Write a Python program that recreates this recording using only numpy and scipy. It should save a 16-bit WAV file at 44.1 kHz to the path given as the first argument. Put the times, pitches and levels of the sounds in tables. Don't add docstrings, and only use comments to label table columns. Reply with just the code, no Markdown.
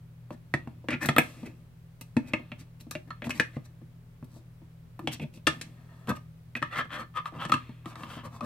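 import sys
import numpy as np
from scipy import signal
from scipy.fft import rfft, irfft, next_fast_len
from scipy.io import wavfile
from scipy.ndimage import uniform_filter1d

SR = 44100
rng = np.random.default_rng(int(sys.argv[2]) if len(sys.argv) > 2 else 0)


def transcribe(u):
    v = np.clip(np.atleast_2d(u).T, -1, 1)
    q = np.round(v * 32767).astype(np.int16)
    wavfile.write(sys.argv[1], SR, q)


N = 372644
T = np.arange(N) / SR

# start_s, shell_db, thump_db, crack_db, snap_db, pitch_hz
CLICK_CUES = [(0.5393, -26, -26, -41, -72.5, 1660), (.8857, -30, -31.5, -46.5, -56.5, 1810),
              (0.906, -40.5, -55, -44.5, -55.5, 2120), (1.03, -40, -43, -48, -38.5, 1953),
              (1.058, -34.5, -37, -36, -28, 1710), (1.0878, -20, -25, -33, -43, 1580),
              (1.1635, -18.5, -29.5, -47, -34, 1490), (1.1827, -14.5, -24, -31.5, -17, 1954),
              (2.011, -50, -52.5, -46.5, -39, 2460), (2.167, -33, -21.5, -44, -63, 1930),
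              (2.3353, -22, -30, -44, -56, 2150), (2.518, -37.5, -42, -64, -74, 2240),
              (2.809, -68, -54.5, -54.5, -49, 2480), (2.9105, -37, -58, -37.5, -34.5, 1340),
              (2.9526, -40.5, -35.5, -53.5, -62.5, 2220), (3.1055, -33.5, -50.5, -58, -73, 1440),
              (3.2209, -39, -40.5, -64, -66, 1950), (3.243, -43.5, -50, -63, -53, 2380),
              (3.2946, -36, -39.5, -42.5, -43.5, 910), (3.3054, -31.5, -53.5, -38.5, -41.5, 2180),
              (3.3983, -22, -34.5, -32, -42, 1990), (4.244, -62.5, -61.5, -66, -54.5, 930),
              (4.9924, -41.5, -38, -63.5, -49.5, 1272), (5.0738, -32, -29, -41, -53.5, 2580),
              (5.1974, -46, -42, -75, -60, 2700), (5.339, -64, -77, -61, -60, 2740),
              (5.3737, -61.5, -53.5, -65, -63, 2860), (5.4689, -23.5, -32.5, -32.5, -42, 2900),
              (5.4714, -17.5, -21.5, -25, -39.5, 1450), (5.613, -45.5, -58.5, -36.5, -48.5, 2500),
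              (6.0731, -47.5, -42, -56.5, -52, 1170), (6.0928, -35, -52, -43.5, -37, 1292),
              (6.553, -29.5, -45.5, -60, -68, 1843), (6.6191, -45.5, -36, -66, -69, 1880),
              (6.6257, -22, -46, -47, -63, 1210), (6.774, -33.5, -59, -56.5, -57.5, 1560),
              (6.9334, -38.5, -56, -56.5, -67.5, 1460), (7.172, -37.5, -58, -54.5, -64.5, 1130),
              (7.257, -32.5, -75, -61, -58.5, 1200), (7.4513, -30.5, -33.5, -44.5, -58.5, 1250),
              (7.496, -28.5, -36.5, -55.5, -48, 1240), (7.5198, -15, -36.5, -34, -47, 1030),
              (7.5393, -22.5, -32, -36.5, -48, 1190), (7.858, -41, -40, -54, -58, 1090),
              (7.9559, -36.5, -72, -54, -69, 1120), (8.0344, -36.5, -44, -57.5, -65, 926),
              (8.4081, -35.5, -42, -54.5, -61.5, 1090)]
# start_s, shell_db, thump_db
BUMP_CUES = [(0.306, -45, -39), (0.6739, -48, -38), (0.8427, -60.5, -44.5), (1.4309, -51, -38),
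             (2.3968, -52.5, -42.5), (2.868, -62.5, -45), (3.27, -47, -32), (3.5675, -47.5, -36.5),
             (3.816, -63.5, -45), (4.227, -59, -36), (4.3631, -62.5, -48), (4.618, -66, -51),
             (7.3238, -56.5, -43), (7.693, -51.5, -41.5), (8.1689, -50.5, -38)]
# start_s, length_s, shell_db, rumble_db, skin_hiss_db
RUB_CUES = [(0.303, .059, -65, -48, -66), (0.886, 0.088, -36, -35.5, -66), (0.996, .08, -36, -30.5, -46),
            (1.315, 0.25, -64, -51, -68.5), (1.446, .039, -53.5, -43, -56), (2.2, 0.17, -60, -51.5, -75.5),
            (2.25, .07, -71, -52, -59.5), (2.573, 0.069, -64.5, -51.5, -57.5),
            (2.793, 0.027, -61.5, -58, -58), (3.067, 0.028, -58, -42, -71.5),
            (3.227, 0.067, -48.5, -41, -54.5), (3.307, .12, -51, -39.5, -55),
            (3.512, .078, -54.5, -49, -68), (3.634, 0.044, -60, -67, -62.5), (4.255, 0.19, -72, -60.5, -65),
            (4.978, 0.15, -76, -44.5, -76.5), (5.103, .065, -48, -43.5, -44),
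            (5.192, 0.064, -54.5, -37.5, -59.5), (5.314, .092, -69.5, -54, -63.5),
            (5.628, 0.71, -61.5, -68, -77), (6.07, 0.059, -32.5, -25.5, -50),
            (6.145, 0.039, -44, -47.5, -58.5), (6.549, 0.039, -34, -41.5, -52.5),
            (6.699, 0.072, -34, -56, -60), (6.733, 0.1, -26, -43, -52), (6.834, 0.034, -47, -45, -73.5),
            (6.888, .11, -32, -45, -56.5), (6.956, 0.098, -37, -50, -57.5), (7.134, 0.079, -30, -46.5, -57),
            (7.238, .065, -43.5, -60, -60), (7.315, .1, -44, -37.5, -69.5), (7.376, 0.1, -34, -51, -57.5),
            (7.474, .043, -45, -36.5, -56.5), (7.833, .13, -45, -55, -60.5), (7.92, 0.2, -46.5, -48, -63),
            (8.013, 0.24, -43.5, -54, -60), (8.223, .07, -40.5, -45, -58.5), (8.276, 0.15, -52, -53, -65),
            (8.399, 0.19, -34.5, -27.5, -46)]
# pitch_hz, level_db, t60_s
SHELL_MODES = [(1069, -6.5, 0.013), (1226.5, -4, 0.034), (1312, -9.5, 0.04), (1546, -8.5, 0.0082),
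               (1578, -14.5, 0.05), (1797, 0, 0.015), (1846, -0.5, 0.017), (2060, -4.5, 0.01),
               (2175, -5.5, 0.0272), (2390, -11, 0.01), (2570, -2.5, 0.032), (2725, -5.5, 0.022),
               (2957, -8.5, 0.013), (3080, 0, 0.0058), (3493, -10.5, 0.0347), (3640, -5.5, 0.0084),
               (4275, -11, 0.027), (4350, -11.5, 0.0061), (1520, -7, 0.0038), (2410, -4.5, 0.0042),
               (3303, 1, 0.0016)]
# pitch_hz, level_db, t60_s
BODY_MODES = [(508, -10.5, 0.021), (607, -9.5, 0.063), (653.6, -11, 0.019), (860, -11.5, 0.0085),
              (903.5, -15, 0.07)]
# pitch_hz, level_db, t60_s
TABLE_MODES = [(78, -16.5, 0.14), (145, -3, .08), (172, -6.5, 0.035), (233.1, -2.5, 0.04),
               (316.6, -9, 0.075), (360.8, -20, 0.22)]
# pitch_hz, level_db, t60_s
STEEL_MODES = [(2560, -13, .03), (4110, -14.5, 0.035), (4623, -12, .04), (5890, -15, 0.027),
               (6313, -13, .03), (8260, -23.5, 0.038)]
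# frequency_hz, gain_db
CRACK_EQ = [(2060, -26.5), (3500, -19), (3710, -8.5), (6520, -10), (9320, -10), (11200, -13.5),
            (11800, -15), (14300, -13), (16500, -36)]
# pitch_hz, level_db
MOTOR_PARTIALS = [(40.4, -65.5), (80.8, -66), (121, -52.5), (161.5, -55), (202, -76), (242.2, -72),
                  (403.7, -82.5), (565, -81.5)]
# frequency_hz, gain_db
AIR_EQ = [(28, -12.5), (50, -14.5), (65, -7.5), (100, 1.5), (140, -9.5), (172, 2), (190, -18.5),
          (492, -22.5), (750, -28), (2180, -34.5), (6530, -45), (11000, -44.5), (15800, -43),
          (16500, -54.5)]

FOCUS_OCT, MODE_SCATTER_DB, RUB_SCATTER_DB = 0.4, 3.5, 3.37
BUMP_HZ, BUMP_CRACK_DB, BUMP_SNAP_DB, BUMP_BODY_DB = 910, -18, -17, 6.5
CAP_ON_S, BODY_OPEN_DB, BODY_CAPPED_DB = 6.5, -1, -7.5
BODY_THUMP_SHARE = 0.56
CHATTER_S, CHATTER_STRETCH = 0.0082, 0.08
SETTLE_S = 0.12
LEFT_DB, RIGHT_LAG_S = .6, 4e-5
TREBLE_LEFT_DB, TREBLE_LAG_S, TREBLE_WIDTH = 1.3, 2.5e-4, .85
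ROOM_T60_S, ROOM_DB, ROOM_DAMP_HZ = 0.18, -13.5, 4960
AIR_DB, AIR_CROSSOVER_HZ = -57, 653
BASS_CUT_HZ, TOP_CUT_HZ = 97, 16450


def lantern():
    mid, side = shell_and_table()
    bass_cut = signal.butter(2, BASS_CUT_HZ, "high", fs=SR, output="sos")
    ringing = signal.sosfilt(bass_cut, [mid + side, mid - side]) * pan_left(LEFT_DB)
    ringing[1] = np.interp(T - RIGHT_LAG_S, T, ringing[1])
    left = contact_crack()
    shared = np.sqrt(1 - TREBLE_WIDTH ** 2) * np.roll(left, int(TREBLE_LAG_S * SR))
    right = shared + TREBLE_WIDTH * contact_crack()
    return ringing + np.array([left, right]) * pan_left(TREBLE_LEFT_DB)


def shell_and_table():
    _, shell_db, thump_db, _, _, struck_hz, body_db = knocks()
    rub_start_s, rub_length_s, rub_shell_db, rumble_db, _ = np.transpose(RUB_CUES)
    click_s, *_, click_hz = np.transpose(CLICK_CUES)
    rub_hz = np.interp(rub_start_s + rub_length_s / 2, click_s, click_hz)
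    friction = stick_slip(rate_hz=2800, spread_db=1.5)
    knock_scatter = MODE_SCATTER_DB * rng.standard_normal((len(shell_db), 40))
    rub_scatter = RUB_SCATTER_DB * rng.standard_normal((len(RUB_CUES), 40))
    layers = [(SHELL_MODES, shell_db, rub_shell_db, 16., -38),
              (TABLE_MODES, thump_db, rumble_db, 30., -19),
              (BODY_MODES, body_db, (rub_shell_db + rumble_db) / 2, 25., -26)]
    mid, side, k = np.zeros(N), np.zeros(N), 0
    for modes, knock_db, rub_db, push, rustle_db in layers:
        bursts = chatter(push)
        settling = rustle(knock_db + rustle_db)
        for hz, db, t60 in modes:
            struck_db = focus_db(hz, struck_hz) if modes is SHELL_MODES else 0
            rubbed_db = focus_db(hz, rub_hz) if modes is SHELL_MODES else 0
            hits = place_knocks(knock_db + struck_db + knock_scatter[:, k], bursts)
            rubs = friction * stroke_pressure(rub_db + rubbed_db + rub_scatter[:, k])
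            polarity = (-1) ** k
            tone = polarity * undb(db) * ring(hits + settling + rubs, hz, t60)
            mid += tone
            side += tone * (-1) ** (k // 2) * min(hz / 3000, .2)
            k += 1
    return mid, side


def contact_crack(split_hz=10500):
    _, _, _, crack_db, snap_db, *_ = knocks()
    *_, skin_db = np.transpose(RUB_CUES)
    bursts = chatter(push=3.)
    skin = stick_slip(rate_hz=5400, spread_db=0.96) * stroke_pressure(skin_db, sharpness=6.1)
    low, high = (signal.butter(3, split_hz, kind, fs=SR, output="sos") for kind in ("low", "high"))
    crack = signal.sosfilt(low, place_knocks(crack_db, bursts))
    snap = signal.sosfilt(high, place_knocks(snap_db, bursts))
    force = crack + snap + skin + rustle(np.maximum(crack_db, snap_db) - 36)
    ping = sum(undb(db) * ring(crack + skin, hz, t60) for hz, db, t60 in STEEL_MODES)
    return equalise(force, CRACK_EQ) * np.sqrt(np.mean(force ** 2)) + ping


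def knocks():
    start_s, shell_db, thump_db, *_ = np.transpose(CLICK_CUES)
    cap_db = np.where(start_s < CAP_ON_S, BODY_OPEN_DB, BODY_CAPPED_DB)
    body_db = shell_db + BODY_THUMP_SHARE * (thump_db - shell_db) + cap_db
    clicks = np.column_stack([CLICK_CUES, body_db])
    _, bump_db, _ = np.transpose(BUMP_CUES)
    bumps = np.column_stack([BUMP_CUES, bump_db + BUMP_CRACK_DB, bump_db + BUMP_SNAP_DB,
                             np.full(len(bump_db), BUMP_HZ), bump_db + BUMP_BODY_DB])
    return np.vstack([clicks, bumps]).T


def chatter(push):
    t = np.arange(4096) / SR
    _, shell_db, _, crack_db, *_ = knocks()
    decay_s = np.clip(CHATTER_S * undb(CHATTER_STRETCH * (crack_db - shell_db)), .0015, .015)
    noise = unit_rms(rng.standard_normal((len(shell_db), len(t))))
    noise[:, 0] = push
    return noise * np.exp(-t / decay_s[:, None])


def place_knocks(gains_db, shapes):
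    track = np.zeros(N + shapes.shape[1])
    for at, db, shape in zip((knocks()[0] * SR).astype(int), gains_db, shapes):
        track[at:at + len(shape)] += undb(db) * shape
    return track[:N]


def focus_db(hz, contact_hz):
    return np.maximum(-6 * (np.log2(hz / contact_hz) / FOCUS_OCT) ** 2, -16)


def ring(force, hz, t60):
    radius = np.exp(-np.log(1000) / (t60 * SR))
    pole = radius * np.exp(2j * np.pi * hz / SR)
    return signal.lfilter([np.sqrt(2 * (1 - radius * radius))], [1, -pole], force).imag


def stick_slip(rate_hz, spread_db):
    catches = rng.random(N) < rate_hz / SR * undb(3.1 * drift(40))
    grains = catches * rng.standard_normal(N)
    accent_db = spread_db * np.minimum(rng.exponential(size=N), 3)
    return unit_rms(grains * undb(accent_db))


def stroke_pressure(gains_db, sharpness=2.8):
    power = np.zeros(N + SR)
    for (start_s, length_s, *_), db in zip(RUB_CUES, gains_db):
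        at, size = int(start_s * SR), int(length_s * SR)
        power[at:at + size] += undb(2 * db) * np.sin(np.pi * np.arange(size) / size) ** sharpness
    return np.sqrt(power[:N])


def rustle(gains_db):
    fade = np.exp(-np.arange(SR // 2) / SR / SETTLE_S)
    power = place_knocks(2 * gains_db, np.tile(fade ** 2, (len(gains_db), 1)))
    return rng.standard_normal(N) * np.sqrt(power)


def room_reverb(close):
    t = np.arange(SR // 2) / SR
    fade_in = np.clip(t / 0.005 - 1, 0, 1)
    tail = rng.standard_normal((2, len(t))) * undb(-60 * t / ROOM_T60_S) * fade_in
    tail = signal.lfilter(*signal.butter(1, ROOM_DAMP_HZ, fs=SR), tail)
    tail = signal.lfilter(*signal.butter(1, 500, "high", fs=SR), tail)
    tail /= np.sqrt(np.sum(tail ** 2, axis=1, keepdims=True))
    return undb(ROOM_DB) * signal.fftconvolve(close[:1], tail, axes=1)[:, :N]


def motor_hum(waver_db=1.8):
    shaft_time = np.cumsum(1 + .002 * drift(3)) / SR
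    hum = np.zeros(N)
    for hz, db in MOTOR_PARTIALS:
        level = np.sqrt(2) * undb(db + waver_db * drift(8.5))
        hum += level * np.sin(2 * np.pi * (hz * shaft_time + rng.random()))
    return hum * pan_left(.6)


def room_tone():
    beds = equalise(rng.standard_normal((3, N)), AIR_EQ)
    centre, sides = beds[0], beds[1:]
    low, high = (signal.butter(1, AIR_CROSSOVER_HZ, kind, fs=SR) for kind in ("low", "high"))
    rumble = signal.lfilter(*low, centre)
    hiss = np.sqrt(2) * signal.lfilter(*high, sides) + 0.22 * sides
    return undb(AIR_DB + 0.2 * drift(3.5)) * (rumble + hiss)


def equalise(x, curve):
    hz, db = np.transpose(curve)
    size = next_fast_len(N)
    bins_hz = np.maximum(np.arange(size // 2 + 1) * SR / size, 1)
    gain = undb(np.interp(np.log(bins_hz), np.log(hz), db))
    return unit_rms(irfft(rfft(x, size) * gain, size)[..., :N])


def drift(rate_hz):
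    hold = int(SR / rate_hz)
    steps = np.repeat(rng.standard_normal(N // hold + 1), hold)
    return 1.3 * uniform_filter1d(uniform_filter1d(steps, hold), hold)[:N]


def pan_left(db):
    return undb([[db], [-db]])


def undb(db):
    return 10 ** (np.asarray(db) / 20)


def unit_rms(x):
    return x / np.sqrt(np.mean(x ** 2, axis=-1, keepdims=True))


def scene():
    close = lantern()
    return close + room_reverb(close) + motor_hum() + room_tone()


def record(dry):
    return signal.sosfilt(signal.ellip(10, .2, 80, TOP_CUT_HZ, fs=SR, output="sos"), dry)


dry = scene()
out = record(dry)
transcribe(out)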